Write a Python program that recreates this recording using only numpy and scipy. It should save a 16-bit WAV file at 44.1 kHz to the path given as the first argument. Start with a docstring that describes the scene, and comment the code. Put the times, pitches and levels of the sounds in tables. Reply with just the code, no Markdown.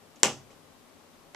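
"""A small quiet room with a hard floor, where a hollow plastic toy knocks on the floor, close by. The toy ticks
faintly as it is handled, before and after the knock. On impact its shell gives a sharp crack that briefly
overloads the microphone; the floor thuds and the room rings for a third of a second. The next knock begins at
the very end, and soft room tone lies under it all."""
import sys
import numpy as np
from scipy import signal
from scipy.fft import rfft, irfft
from scipy.io import wavfile

SR = 44100
rng = np.random.default_rng(int(sys.argv[2]) if len(sys.argv) > 2 else 0)


def int16_out(signal):
    """Quantize to a 16-bit WAV file."""
    q = np.round(np.clip(np.atleast_2d(signal).T, -1, 1) * 32767)
    wavfile.write(sys.argv[1], SR, q.astype(np.int16))


N = 59535

# Room tone and microphone hiss, tone curve: freq_hz, relative_db
HUSH_COLOUR = [(15, -44.5), (25, -7.5), (63, -17.5), (96, -6.5), (126, -17), (160, -3.5), (187, -12.5),
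               (257, -4), (309, -9.5), (991, -16), (1100, -13), (1330, -17.5), (1440, -19.5), (3830, -23),
               (14000, -29.5)]
# Their stereo width: freq_hz, left_right_correlation
HUSH_LIKENESS = [(60, 0.35), (180, 0.32), (540, 0.96), (1620, 0.23), (4850, 0.092), (14600, -0.38)]
# Their balance: freq_hz, left_minus_right_db
HUSH_PAN = [(60, 0.5), (180, 1), (540, 12), (1620, 4.3), (4850, 1.5), (14600, 0.81)]
# Handling ticks: start_s, level_db, centre_hz
TICKS = [(.157, -50.5, 6300), (.197, -51.5, 8430), (0.502, -53.5, 2198), (.504, -50, 490)]
# Modes of the plastic shell: pitch_hz, relative_db, t60_s, left_minus_right_db
SHELL_MODES = [(497, -14, 0.012, 0.5), (875.5, -11.5, 0.008, 0), (1032, -17.5, 0.0081, -2),
               (1657, -15, 0.013, 0), (2090, -8, 0.0082, -1), (2503, -21, 0.0069, -3.5),
               (2750, -16.5, 0.01101, 6.5), (3334, -16.5, 0.0078, 5), (4530, -18, .007, 12),
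               (5390, -9, 0.0073, 1.5), (6037, 2, 0.004, 1.5), (7070, -1.5, 0.0058, 15.5),
               (7490, -13, 0.01, 17.5), (8730, -7, 0.004, 10.5)]
# Low boom of floor and room: pitch_hz, relative_db, t60_s
BOOM_MODES = [(88, -52, .4), (135, -38, .58), (166, -42, .3), (223, -29, .3), (263, -34, .3),
              (342, -32, .27), (371, -33, .23), (479, -27, .21), (543, -32, .24), (615, -32, .24),
              (770, -41, .4), (798, -29, .23), (860, -33, .22), (1044, -36, .2)]
# Higher partials that linger in the tail: pitch_hz, relative_db, t60_s
RING_MODES = [(1122, -36, .19), (1183, -36, .19), (2090, -39, .17), (2711, -41, .22), (2832, -38, .23),
              (2946, -36, .25), (3089, -41, .26), (3381, -44, .36), (5973, -36, .2), (6346, -38, .21)]
# Early echoes off furniture and walls: delay_s, left_db, right_db
ECHOES = [(.0025, -26.5, -19.5), (.0093, -25.5, -25.5), (.0118, -25, -27.5), (.0160, -20.5, -20.5),
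          (.0235, -18.5, -22), (0.036, -24, -24.5)]
# Room tail, tone curve: freq_hz, relative_db
TAIL_COLOUR = [(30, -22), (60, -26), (100, -12), (150, -10), (230, -3.5), (400, -1), (540, 1), (690, -5.5),
               (950, -4), (1450, -7.5), (2100, -6.5), (2900, -2.5), (4200, -14), (6100, -8), (7500, -10.5),
               (9000, -21.5), (11000, -27), (14500, -34.5)]
# Its stereo width: freq_hz, left_right_correlation
TAIL_LIKENESS = [(60, 0.14), (300, .97), (650, .94), (1400, 0.98), (3000, 0.22), (6600, 0.65),
                 (14000, 0.45)]
# Its balance: freq_hz, left_minus_right_db
TAIL_PAN = [(100, -3), (2300, 0), (4300, -1), (6000, -7.5), (7500, 10), (10000, 12), (14500, 11)]
# Its decay time: freq_hz, t60_s
TAIL_T60 = [(40, 1.8), (150, .38), (350, 0.25), (1000, .26), (2500, 0.21), (6000, 0.3), (12000, 0.21)]

TIME_S, FREQ_HZ = np.arange(N) / SR, np.fft.rfftfreq(N, 1 / SR)


def amp(db):
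    """Decibels to gain."""
    return 10 ** (np.asarray(db) / 20)


def unit_rms(x):
    """Scales a sound to rms 1."""
    return x / np.sqrt(np.mean(x ** 2) + 1e-20)


def curve(points, hz):
    """Reads a table on a log-frequency axis."""
    freqs, values = np.transpose(points)
    return np.interp(np.log(hz + 1), np.log(freqs + 1), values)


def pan(left_minus_right_db):
    """Left and right gains for a level difference."""
    return amp(np.array([[.5], [-.5]]) * left_minus_right_db)


def add(mix, start_s, sound):
    """Drops a sound into the mix at its cue."""
    part = mix[:, round(start_s * SR):][:, :sound.shape[-1]]
    part += sound[..., :part.shape[1]]


def attack(rise_s):
    """An envelope that eases up to full level."""
    return 1 - np.exp(-TIME_S / rise_s)


def decay(t60_s):
    """An envelope that falls 60 dB in t60_s."""
    return np.exp(-np.log(1000) * TIME_S / t60_s)


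def mode(pitch_hz, level_db, t60_s):
    """One struck resonance: a dying sine."""
    return amp(level_db) * decay(t60_s) * np.sin(2 * np.pi * pitch_hz * TIME_S)


def band_noise(centre_hz, width_octaves):
    """Noise in one bell-shaped band."""
    bell = np.exp(-(np.log2((FREQ_HZ + 1) / centre_hz) / width_octaves) ** 2 / 2)
    return unit_rms(irfft(rfft(rng.standard_normal(N)) * bell, N))


def stereo_noise(colour, likeness, balance):
    """Noise shaped by curves for tone, width and balance."""
    left, independent = rfft(rng.standard_normal((2, N)))
    correlation = np.clip(curve(likeness, FREQ_HZ), -1, 1)
    right = correlation * left + np.sqrt(1 - correlation ** 2) * independent
    spectrum = np.array([left, right]) * amp(curve(colour, FREQ_HZ)) * pan(curve(balance, FREQ_HZ))
    return unit_rms(irfft(spectrum, N))


def room_tone(level_db=-55.5):
    """A steady bed of quiet room and microphone hiss."""
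    return amp(level_db) * stereo_noise(HUSH_COLOUR, HUSH_LIKENESS, HUSH_PAN)


def handling_ticks(tail, rise_s=.0021, fade_s=.004, reverb_send=.039):
    """Loose parts of the toy touch in tiny soft clicks, each with a little room on it."""
    out = np.zeros((2, N))
    for start_s, level_db, centre_hz in TICKS:
        click = band_noise(centre_hz, width_octaves=.18) * attack(rise_s) * np.exp(-TIME_S / fade_s)
        add(out, start_s, amp(level_db) * (click + reverb_send * tail))
    return out


def room_tail(bass_hz=400):
    """Diffuse reverb: each band dies at its own speed and the bass blooms more slowly."""
    spectrum = rfft(stereo_noise(TAIL_COLOUR, TAIL_LIKENESS, TAIL_PAN))
    centres_hz = np.geomspace(60, 14000, 12)
    tail = np.zeros((2, N))
    for centre_hz, solo in zip(centres_hz, np.eye(len(centres_hz))):
        crossover = curve(np.c_[centres_hz, solo], FREQ_HZ)  # 1 at this centre, 0 at its neighbours
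        band = irfft(spectrum * crossover, N)
        rise_s = .0032 + .014 / (1 + (centre_hz / bass_hz) ** 2)
        tail += band * attack(rise_s) * decay(curve(TAIL_T60, centre_hz))
    return unit_rms(tail)


def shell_crack(push_s=.00012, snap_s=.00008, snap_hz=4730, contact_s=.00028, low_cut_hz=260):
    """The push and snap of contact, then the quickly damped modes of the hollow plastic."""
    push_time = TIME_S / push_s
    push = push_time * (2 - push_time) * np.exp(-push_time)
    snap = np.exp(-(TIME_S / snap_s - 2) ** 2 / 2) * np.sin(2 * np.pi * snap_hz * TIME_S)
    body = sum(pan(side_db) * mode(hz, db, t60_s) for hz, db, t60_s, side_db in SHELL_MODES)
    crack = amp(-4.5) * push + amp(3.5) * snap + amp(3) * body * attack(contact_s)
    low_cut = signal.butter(2, low_cut_hz, "high", fs=SR)  # the shell is too small to radiate bass
    return -signal.lfilter(*low_cut, crack)


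def floor_knock(crack, tail, start_s=.2325, predelay_s=.0018, tail_db=-40.5):
    """The toy hits the floor: crack, early echoes, a swelling boom, lingering partials and reverb."""
    out = np.zeros((2, N))
    add(out, start_s, crack)
    for delay_s, left_db, right_db in ECHOES:
        add(out, start_s + delay_s, crack * amp([[left_db], [right_db]]))
    boom = sum(mode(*row) for row in BOOM_MODES) * attack(rise_s=.016)
    ring = sum(mode(*row) for row in RING_MODES)
    add(out, start_s, amp(-1) * boom + amp(1) * ring)
    add(out, start_s + predelay_s, amp(tail_db) * tail)
    return out


def next_knock(crack, start_s=1.347, gain_db=-24.5, band_hz=(479, 3030)):
    """The next knock begins on the same shell, off to the right, just as the sound ends; only its first instant
    is heard, quiet and band-limited."""
    out = np.zeros((2, N))
    dulled = signal.lfilter(*signal.butter(2, band_hz, "band", fs=SR), crack)
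    add(out, start_s, amp(gain_db) * pan(-9.5) * dulled)
    return out


def scene():
    """Ticks, knock and the start of the next knock over the room tone."""
    crack, tail = shell_crack(), room_tail()
    return handling_ticks(tail) + floor_knock(crack, tail) + next_knock(crack) + room_tone()


def record(dry, low_cut_hz=45, high_cut_hz=14500):
    """The crack overloads the microphone with a firm knee; then a gentle low cut and a steep high cut."""
    clipped = dry / (1 + dry ** 4) ** (1 / 4)
    thinned = signal.lfilter(*signal.butter(1, low_cut_hz, "high", fs=SR), clipped)
    high_cut = signal.firwin(255, high_cut_hz, window=("kaiser", 9), fs=SR)
    return signal.oaconvolve(thinned, high_cut[None], "same")


dry = scene()
out = record(dry)
int16_out(out)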